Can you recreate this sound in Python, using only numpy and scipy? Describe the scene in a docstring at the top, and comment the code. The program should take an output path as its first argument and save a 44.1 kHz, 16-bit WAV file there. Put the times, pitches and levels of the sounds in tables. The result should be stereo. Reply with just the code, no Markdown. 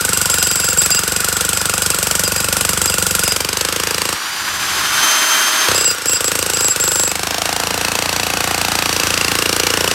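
"""An electric demolition hammer chisels a concrete slab outdoors, close by. From the start, each blow
cracks on the concrete and thuds through tool and slab; the steel chisel rings when it rattles loose.
After about 4 seconds the tool is lifted and runs free, its fan roaring and its gears whining.
Near 5.7 seconds it starts on a new spot, skids, then bites in with a dry clack at each blow.
Towards the end a piece of concrete works free and the knocking turns hollow."""
import sys
import numpy as np
from scipy import signal
from scipy.fft import rfft, irfft, next_fast_len
from scipy.io import wavfile
from scipy.ndimage import uniform_filter1d, map_coordinates

SR = 44100
rng = np.random.default_rng(int(sys.argv[2]) if len(sys.argv) > 2 else 0)


def unload_wav(signal):
    """Save mono or channel-first audio to the path in sys.argv[1] as 16-bit WAV at rate SR, clipped to [-1, 1]."""
    wavfile.write(
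        sys.argv[1],
        SR,
        np.round(np.clip(np.atleast_2d(signal).T, -1, 1) * 32767).astype(np.int16),
    )


N = 438354

# pace of the two spells of hammering, which sags under load: (time [s], pace [blows/s])
FIRST_SPELL = [(0.008, 24.708), (0.45, 23.078), (1.04, 22.991), (1.22, 24.499), (2.29, 23.901),
               (2.54, 24.361), (3.42, 23.408), (3.76, 27.247), (4.1567, 27.559)]
SECOND_SPELL = [(5.6837, 32.854), (6.03, 26.654), (6.56, 27.784), (6.68, 25.918), (7.09, 24.988),
                (7.39, 27.352), (7.91, 28.604), (8.61, 28.868), (9.09, 28.187), (9.9416, 28.82)]
LIFT_S, RESTART_S = FIRST_SPELL[-1][0], SECOND_SPELL[0][0]
# how the tool is held: (time [s], chisel depth [0 on top, 1 wedged in], weight leant on it [dB])
STANCE = [(0, 0, 0.5), (1.2, 0.046, -0.5), (2.7, 0.092, 2.5), (3.25, 0.036, 2.5), (3.45, 0.56, 1),
          (4.16, .55, -1), (5.68, 0.59, 4.5), (5.86, 0.16, -7), (6.1, 0.21, -2.5), (6.95, 0.17, -1.5),
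          (7.3, 0.77, -1.5), (9.94, 0.7, 5)]
# tone colour of the crack with the chisel on top of the slab: (pitch [Hz], level [dB])
CRACK_ON_TOP = [(200, -16), (900, -5.5), (1400, -5), (2000, -9), (2800, -2.5), (4000, -6.5), (5200, -1.5),
                (6800, -2.5), (8100, 4), (10000, -4.5), (11300, -6.5), (12400, -2.5), (15700, -19.5)]
# tone colour of the low thump as the tool kicks back: (pitch [Hz], level [dB])
RECOIL_COLOUR = [(25, -10), (55, -5.5), (78, 4.5), (100, 3), (135, -2.5), (180, 3.5), (215, -1.5),
                 (260, -21), (600, -53)]
# strength of the crack: (on top [dB], added by wedging [dB], per dB of lean [dB], added in spell two [dB])
CRACK_STRENGTH = (-19.5, -7.5, 0.42, -0.5)


def concrete_cracks(times, low_cut_hz=330):
    """Steel hits concrete: a bright crack while the chisel is on top, shorter and fuller once wedged."""
    # tone colour of the crack with the chisel wedged in: (pitch [Hz], level [dB])
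    crack_wedged = [(200, 2.5), (750, 9), (1300, 9), (1900, 5.5), (2600, 10), (3500, 6), (4300, 9),
                    (7500, 6.5), (9000, 2.5), (10300, -2.5), (12200, -1.5), (15700, -12)]
    depth = chisel_depth(times)
    on_top = crack(times, CRACK_ON_TOP, np.sqrt(1 - depth), gain_db=19.5, fade_s=.031,
                   tail_db=-13, tail_s=.18, attack_s=.0012, likeness=.44)
    wedged = crack(times, crack_wedged, np.sqrt(depth), gain_db=22.5, fade_s=.016,
                   tail_db=-30, tail_s=.12, attack_s=.0018, likeness=.7)
    bass_cut = signal.butter(2, low_cut_hz, "highpass", fs=SR, output="sos")
    return signal.sosfilt(bass_cut, on_top + wedged)


def crack(times, colour, share, gain_db, fade_s, tail_db, tail_s, attack_s, likeness, lead_s=.00021):
    """A sharp burst of noise at each blow, then a short tail of grit and ground echoes."""
    t = np.arange(SR // 8) / SR
    burst_s = fade_s * np.exp(.081 * rng.standard_normal((len(times), 1)))
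    rise = 1 - np.exp(-(t / attack_s) ** 2)
    shape = rise * np.hypot(fade(t, burst_s), amp(tail_db) * fade(t, tail_s))
    # the crater changes only slowly, so each crack resembles the one before
    noise = rng.standard_normal(shape.shape)
    grit = signal.lfilter([np.sqrt(1 - likeness ** 2)], [1, -likeness], noise, axis=0)
    strength = share * amp(blow_db(times, CRACK_STRENGTH) + gain_db + rng.standard_normal(len(times)))
    bursts = placed(times - lead_s, strength[:, None] * shape * grit)
    return coloured(bursts, colour, lag_cycles=1.3)


def thud(times, recoil_gain_db=50, knock_gain_db=48, rubble_db=-36, rubble_s=.21):
    """Each blow shoves tool and slab. The slab bends, so low notes arrive late; loose rubble shakes."""
    # the slab's knock with the chisel on top, wedged in, and on a freed piece: (pitch [Hz], level [dB])
    knock_on_top = [(120, -15.5), (235, -11.5), (285, 0.5), (400, 1), (510, 6.5), (640, -6), (900, -17),
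                    (2500, -47)]
    knock_wedged = [(120, -35.5), (240, -9), (290, -2), (370, -7), (490, 1), (600, -2.5), (730, 3),
                    (1400, -16), (3500, -27)]
    knock_hollow = [(150, -25), (250, -4.5), (340, 1.5), (520, 0.5), (660, -9.5), (1200, -26.5)]
    # strength of the tool's kick and the slab's knock:
    # (on top [dB], added by wedging [dB], per dB of lean [dB], added in spell two [dB])
    recoil_strength = (-29, -2, 1, -1)
    knock_strength = (-31.5, 3, 0.6, 3)
    # digging in solid concrete: (start [s], end [s], time the piece then takes to work free [s])
    solid_stretch = (7.1, 8.67, 0.88)
    solid_s, break_s, loosen_s = solid_stretch
    t = np.arange(SR // 10) / SR
    freed = np.where(times < solid_s, 1, np.clip((times - break_s) / loosen_s, 0, 1))[:, None]
    depth = chisel_depth(times)[:, None]
    push = amp(rubble_db) * fade(t, rubble_s) * rng.standard_normal((len(times), len(t)))
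    push[:, 0] += 1  # the blow itself, ahead of the rubble
    recoils = push * amp(blow_db(times, recoil_strength))[:, None]
    recoils *= amp(-4 * freed * depth)  # a freed piece pushes back less
    knocks = push * amp(blow_db(times, knock_strength))[:, None]
    tool = coloured(placed(times, recoils), RECOIL_COLOUR, lag_cycles=1.082)
    blend = [(1 - depth, knock_on_top),
             (amp(2) * depth * (1 - freed), knock_wedged),
             (amp(1) * depth * freed, knock_hollow)]
    slab = sum(coloured(placed(times, knocks * share), colour, lag_cycles=.93) for share, colour in blend)
    return amp(recoil_gain_db) * tool + amp(knock_gain_db) * slab


def chisel_clack(times, fade_s=.021, pitch_spread=.011):
    """Clamped in the concrete, the chisel gives two short, dead notes at each blow."""
    # the notes as it works deeper: (time [s], lower pitch [Hz], upper pitch [Hz], level [dB])
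    clack_notes = [(4.1, 2800, 4900, -2), (7.3, 2650, 4300, -6), (7.9, 2620, 4300, -1.5),
                   (8.85, 2550, 4650, 1), (9.9, 2920, 5680, 1)]
    # boost of each note: (lower [dB], upper [dB])
    note_gains = (16.5, 13)
    t = np.arange(SR // 25) / SR
    *pitches, level_db = curves(clack_notes, times)
    clack_db = blow_db(times, CRACK_STRENGTH) + level_db
    notes = 0
    for hz, gain_db in zip(pitches, note_gains):
        detune, size = rng.standard_normal((2, len(times)))
        strength = chisel_depth(times) * amp(clack_db + gain_db + 2 * size)
        note_hz = hz * (1 + pitch_spread * detune)
        notes = notes + strength[:, None] * np.sin(2 * np.pi * note_hz[:, None] * t)
    return placed(times, notes * fade(t, fade_s))


def chisel_ring(times, on_top_db=-24.5, wedged_loss_db=24, bounce_s=.012, bounce_spread_s=.013):
    """The chisel rings at the blow and again as it bounces against its holder; wedging muffles it."""
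    ring_db = on_top_db - wedged_loss_db * chisel_depth(times) + skid_db(times)
    struck = steel_notes(times, ring_db, ring_db - 16, attack_s=.00037)
    bounces = times + bounce_s + bounce_spread_s * rng.random(len(times))
    bounce_db = ring_db + 3.8 * rng.standard_normal(len(times))
    return struck + steel_notes(bounces, bounce_db, bounce_db - 2.5, attack_s=.00045)


def chisel_jangle(times, first_s=.005, gap_s=.009, tick_db=-5, tick_s=.0061, hits_per_blow=3):
    """In short bouts the chisel flies loose after each blow and hits its holder, ticking and ringing."""
    # when it is loose: (start [s], end [s], level of high notes [dB], level of low notes [dB])
    bouts = [(.27, .72, -17.5, -22.5), (.77, .84, -12, -22), (.9, .96, -14.5, -14.5),
             (2.21, 2.25, -27, -20), (3.22, 3.28, -25, -17), (5.74, 5.9, -14.5, -17.5),
             (6.05, 6.15, -13, -19.5), (6.23, 6.27, -17, -25), (6.52, 6.69, -16, -21),
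             (6.78, 7.06, -14.5, -32)]
    hits = [(blow_s + first_s + gap_s * k, high, low)
            for start, end, high, low in bouts
            for blow_s in times[(times > start) & (times < end)]
            for k in range(hits_per_blow)]
    hit_times, high_db, low_db = np.transpose(hits)
    hit_times = hit_times + gap_s * rng.random(len(hits))
    t = np.arange(SR // 50) / SR
    ticks = amp(high_db[:, None] + tick_db) * fade(t, tick_s) * rng.standard_normal((len(hits), len(t)))
    ringing = steel_notes(hit_times, high_db, low_db, attack_s=.0022, bending_db=-2, scatter_db=5)
    return ringing + coloured(placed(hit_times, ticks), CRACK_ON_TOP)


def steel_notes(times, high_db, low_db, attack_s, bending_db=0, scatter_db=5.5, high_above_hz=6000):
    """Every hit sets the chisel's own notes ringing, each time in a new mix."""
    # the notes of the steel: (pitch [Hz], level [dB], time to fade by 60 dB [s])
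    chisel_notes = [(2680, -9, .08), (2777, -7, .08), (4881, -2, .11), (5052, -6, .09), (7440, -2, .09),
                    (7530, -8, .07), (7688, 0, .1), (10515, -15, .1), (13880, -22, .1), (15734, -22, .13)]
    t = np.arange(SR // 8) / SR
    hz, level_db, fade_s = np.transpose(chisel_notes)[:, :, None]
    level_db = level_db + bending_db * (hz < 4000)  # the lowest notes come from the steel bending
    rise = 1 - np.exp(-t / attack_s)
    notes = amp(level_db) * rise * fade(t, fade_s) * np.exp(2j * np.pi * hz * t)
    hit_db = np.where(hz.T > high_above_hz, high_db[:, None], low_db[:, None])
    strengths = amp(hit_db + scatter_db * rng.standard_normal(hit_db.shape))
    phases = np.exp(2j * np.pi * rng.random(hit_db.shape))
    shift_hz = 15 * rng.standard_normal((len(times), 1))  # the holder detunes each hit a little
    rings = (strengths * phases) @ notes * np.exp(2j * np.pi * shift_hz * t)
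    return placed(times, rings.real)


def striker_chirp(times, hz=1432, lead_s=.0084, swell_s=.0048, gain_db=-6, wedged_db=-34, scrape_db=-8):
    """The mechanism sings and scrapes as the striker flies forward, just ahead of each blow."""
    t = np.arange(SR // 25) / SR
    chirp_db = gain_db + wedged_db * chisel_depth(times)
    detune, scatter_db = rng.standard_normal((2, len(times), 1))
    shape = amp(chirp_db[:, None] + scatter_db) * (t / swell_s) ** 2 * np.exp(-2 * t / swell_s + 1)
    tone = placed(times - lead_s, shape * np.sin(2 * np.pi * hz * (1 + .02 * detune) * t))
    scrape = placed(times - lead_s, shape * rng.standard_normal(shape.shape))
    return tone + amp(scrape_db) * coloured(scrape, CRACK_ON_TOP)


def blow_times(jitter_s=.0003):
    """The piston throws the striker once per turn of the crank, never quite evenly."""
    times = []
    for spell in (FIRST_SPELL, SECOND_SPELL):
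        t = np.arange(spell[0][0], spell[-1][0], 1 / SR)
        crank_turns = np.cumsum(curves(spell, t)[0]) / SR
        times.extend(np.interp(np.arange(crank_turns[-1]), crank_turns, t))
    return np.array(times) + jitter_s * rng.standard_normal(len(times))


def blow_db(times, strength):
    """Level of one part of each blow, set by chisel depth, weight on the tool, the spot and any skid."""
    top_db, wedged_db, lean_share, new_spot_db = strength
    lean_db = curves(STANCE, times)[1]
    held_db = top_db + wedged_db * chisel_depth(times) + lean_share * lean_db
    return held_db + new_spot_db * (times > LIFT_S) + skid_db(times)


def chisel_depth(times):
    """How deep the chisel sits: 0 is skating on top, 1 is wedged in."""
    return np.clip(curves(STANCE, times)[0], 0, 1)


def skid_db(times):
    """When the chisel skids, the blows glance off and weaken."""
    # the skids: (start [s], end [s], change in level [dB])
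    skids = [(5.93, 6.04, -8), (6.15, 6.19, -9), (6.7, 6.74, -12)]
    return sum(db * ((times > start) & (times < end)) for start, end, db in skids)


def motor(free_speed_hz=644, blades_db=-13, whistle_boost_db=17, gears_db=-19.5, idle_boost_db=10):
    """The fan roars and its blades whistle, louder with speed; the gears sing most without load."""
    # tones of the fan blades and of the gear teeth: (pitch [times the shaft speed], level [dB])
    blade_tones = [(1, -16), (5, -2), (10, 1.5), (15, -12), (20, -24)]
    gear_tones = [(8, 1), (12, -2), (13, -20), (14, -19), (16, -14.5), (24, -15)]
    # the roar and whistle swell in level while the tool runs free, then drop when hammering resumes: # (time
    # [s], level [dB])
    fan_swell = [(4.3, 0.5), (4.9, 5), (5.07, 7), (5.21, 6.5), (5.34, 7), (5.5, 6), (5.68, 5.5), (5.86, -2),
                 (7.5, 0), (8.5, .3), (9.05, 2.5), (9.7, 1)]
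    t = np.arange(N) / SR
    speed = shaft_speed(t, free_speed_hz)
    swell_db, = curves(fan_swell, t)
    swell = np.clip(swell_db / swell_db.max(), 0, 1)
    motor_db = -20.5 + 49.5 * np.log10(speed / free_speed_hz)
    idling = uniform_filter1d(1. * ((t > LIFT_S) & (t < RESTART_S)), size=SR // 5)
    turns = np.cumsum(speed * (1 + .0007 * wobble(40))) / SR
    blades = amp(motor_db + blades_db + whistle_boost_db * swell ** 2) * whine(turns, blade_tones)
    gears = amp(motor_db + gears_db + idle_boost_db * idling) * whine(turns, gear_tones)
    return fan(motor_db + swell_db, swell_db) + blades + gears


def shaft_speed(t, free_speed_hz, turns_per_blow=20.4, halfway_s=.27):
    """Turns per second: geared to the blows under load, racing towards free speed once lifted."""
    loaded = turns_per_blow * curves(list(FIRST_SPELL) + list(SECOND_SPELL), t)[0]
    at_lift = turns_per_blow * FIRST_SPELL[-1][1]
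    lifted_s = np.clip(t, LIFT_S, RESTART_S) - LIFT_S
    racing = at_lift + (free_speed_hz - at_lift) * lifted_s / (lifted_s + halfway_s)
    return np.where((t > LIFT_S) & (t < RESTART_S), racing, np.minimum(loaded, racing))


def whine(turns, tones, waver_db=1.2, flutter_db=1.8):
    """Tones that follow the spinning shaft, each wavering and fluttering in level."""
    sound = 0
    for multiple, db in tones:
        level = amp(db + waver_db * wobble(3.8) + flutter_db * wobble(45))
        sound = sound + level * np.sin(2 * np.pi * round(multiple) * turns)
    return sound


def fan(fan_db, swell_db, hiss_hz=4500, hiss_growth=.51):
    """Cooling air rushes through the tool, sounding brighter as it swells."""
    # tone colour of the rushing air: (pitch [Hz], level [dB])
    air_colour = [(60, -32), (180, -19), (330, -10.5), (540, -16.5), (750, -9.5), (1100, -1.5), (1550, 0),
                  (2100, -5.5), (4000, -6.5), (6200, -9), (7000, -11.5), (12800, -14.5), (15500, -27.5)]
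    rush = unit(coloured(rng.standard_normal(N), air_colour))
    roar = signal.lfilter(*signal.butter(1, hiss_hz, fs=SR), rush)
    hiss = (rush - roar) * amp(hiss_growth * (swell_db - swell_db.max()))
    return (roar + hiss) * amp(fan_db + .87 * wobble(60))


def shudder(level_db=-39, swell_s=.46, clear_s=5.1, release_s=.06):
    """The idling tool shakes on its tip until it is clear of the slab."""
    t = np.arange(N) / SR
    shape = np.clip((t - LIFT_S) / swell_s, 0, 1) * np.clip((clear_s - t) / release_s, 0, 1)
    return amp(level_db) * shape * unit(coloured(rng.standard_normal(N), RECOIL_COLOUR))


def amp(db):
    """Turns decibels into a number to multiply a sound by."""
    return 10 ** (np.asarray(db) / 20)


def fade(t, fade_s):
    """A curve that starts at 1 and falls by 60 dB every fade_s seconds."""
    return amp(-60 * t / fade_s)


def unit(x):
    """Scales x to an average (rms) level of 1."""
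    return x / np.sqrt(np.mean(x ** 2) + 1e-20)


def curves(rows, at):
    """Reads each column after the time column at the given times."""
    row_times, *columns = np.transpose(rows)
    return [np.interp(at, row_times, column) for column in columns]


def wobble(rate):
    """A smooth random curve through `rate` points a second."""
    return map_coordinates(rng.standard_normal(int(N * rate / SR) + 4), [np.arange(N) * rate / SR])


def coloured(x, colour, lag_cycles=0, size=8192):
    """Gives x a tone colour and delays each pitch by lag_cycles of its own cycles."""
    log_hz = np.log(np.fft.rfftfreq(size, 1 / SR) + 1)
    hz, db = np.transpose(colour)
    cepstrum = irfft(np.log(amp(np.interp(log_hz, np.log(hz), db))))
    # fold it so that the filter rings after a hit, not before
    cepstrum[1:size // 2] *= 2
    cepstrum[size // 2 + 1:] = 0
    response = irfft(np.exp(rfft(cepstrum) - 2j * np.pi * lag_cycles * log_hz))
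    return signal.fftconvolve(x, response[:size // 2])[:N]


def placed(times, sounds):
    """Adds short sounds, one per row, into one track at their start times."""
    index = np.round(times * SR).astype(int)[:, None] + np.arange(sounds.shape[1])
    inside = (index >= 0) & (index < N)
    return np.bincount(index[inside], sounds[inside], N)


def scene():
    """One close hammer, the same in both channels."""
    times = blow_times()
    blows = thud(times) + concrete_cracks(times) + chisel_clack(times) + striker_chirp(times)
    ringing = chisel_ring(times) + chisel_jangle(times)
    hammer = blows + ringing + motor() + shudder()
    return np.array([hammer, hammer])


def record(dry, hardness=5, top_hz=15850):
    """Rounds off the loudest peaks and removes the very highest treble."""
    rounded = dry / (1 + np.abs(dry) ** hardness) ** (1 / hardness)
    size = next_fast_len(N + SR // 2)
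    below_top = np.fft.rfftfreq(size, 1 / SR) < top_hz
    return irfft(rfft(rounded, size) * below_top, size)[:, :N]


dry = scene()
out = record(dry)
unload_wav(out)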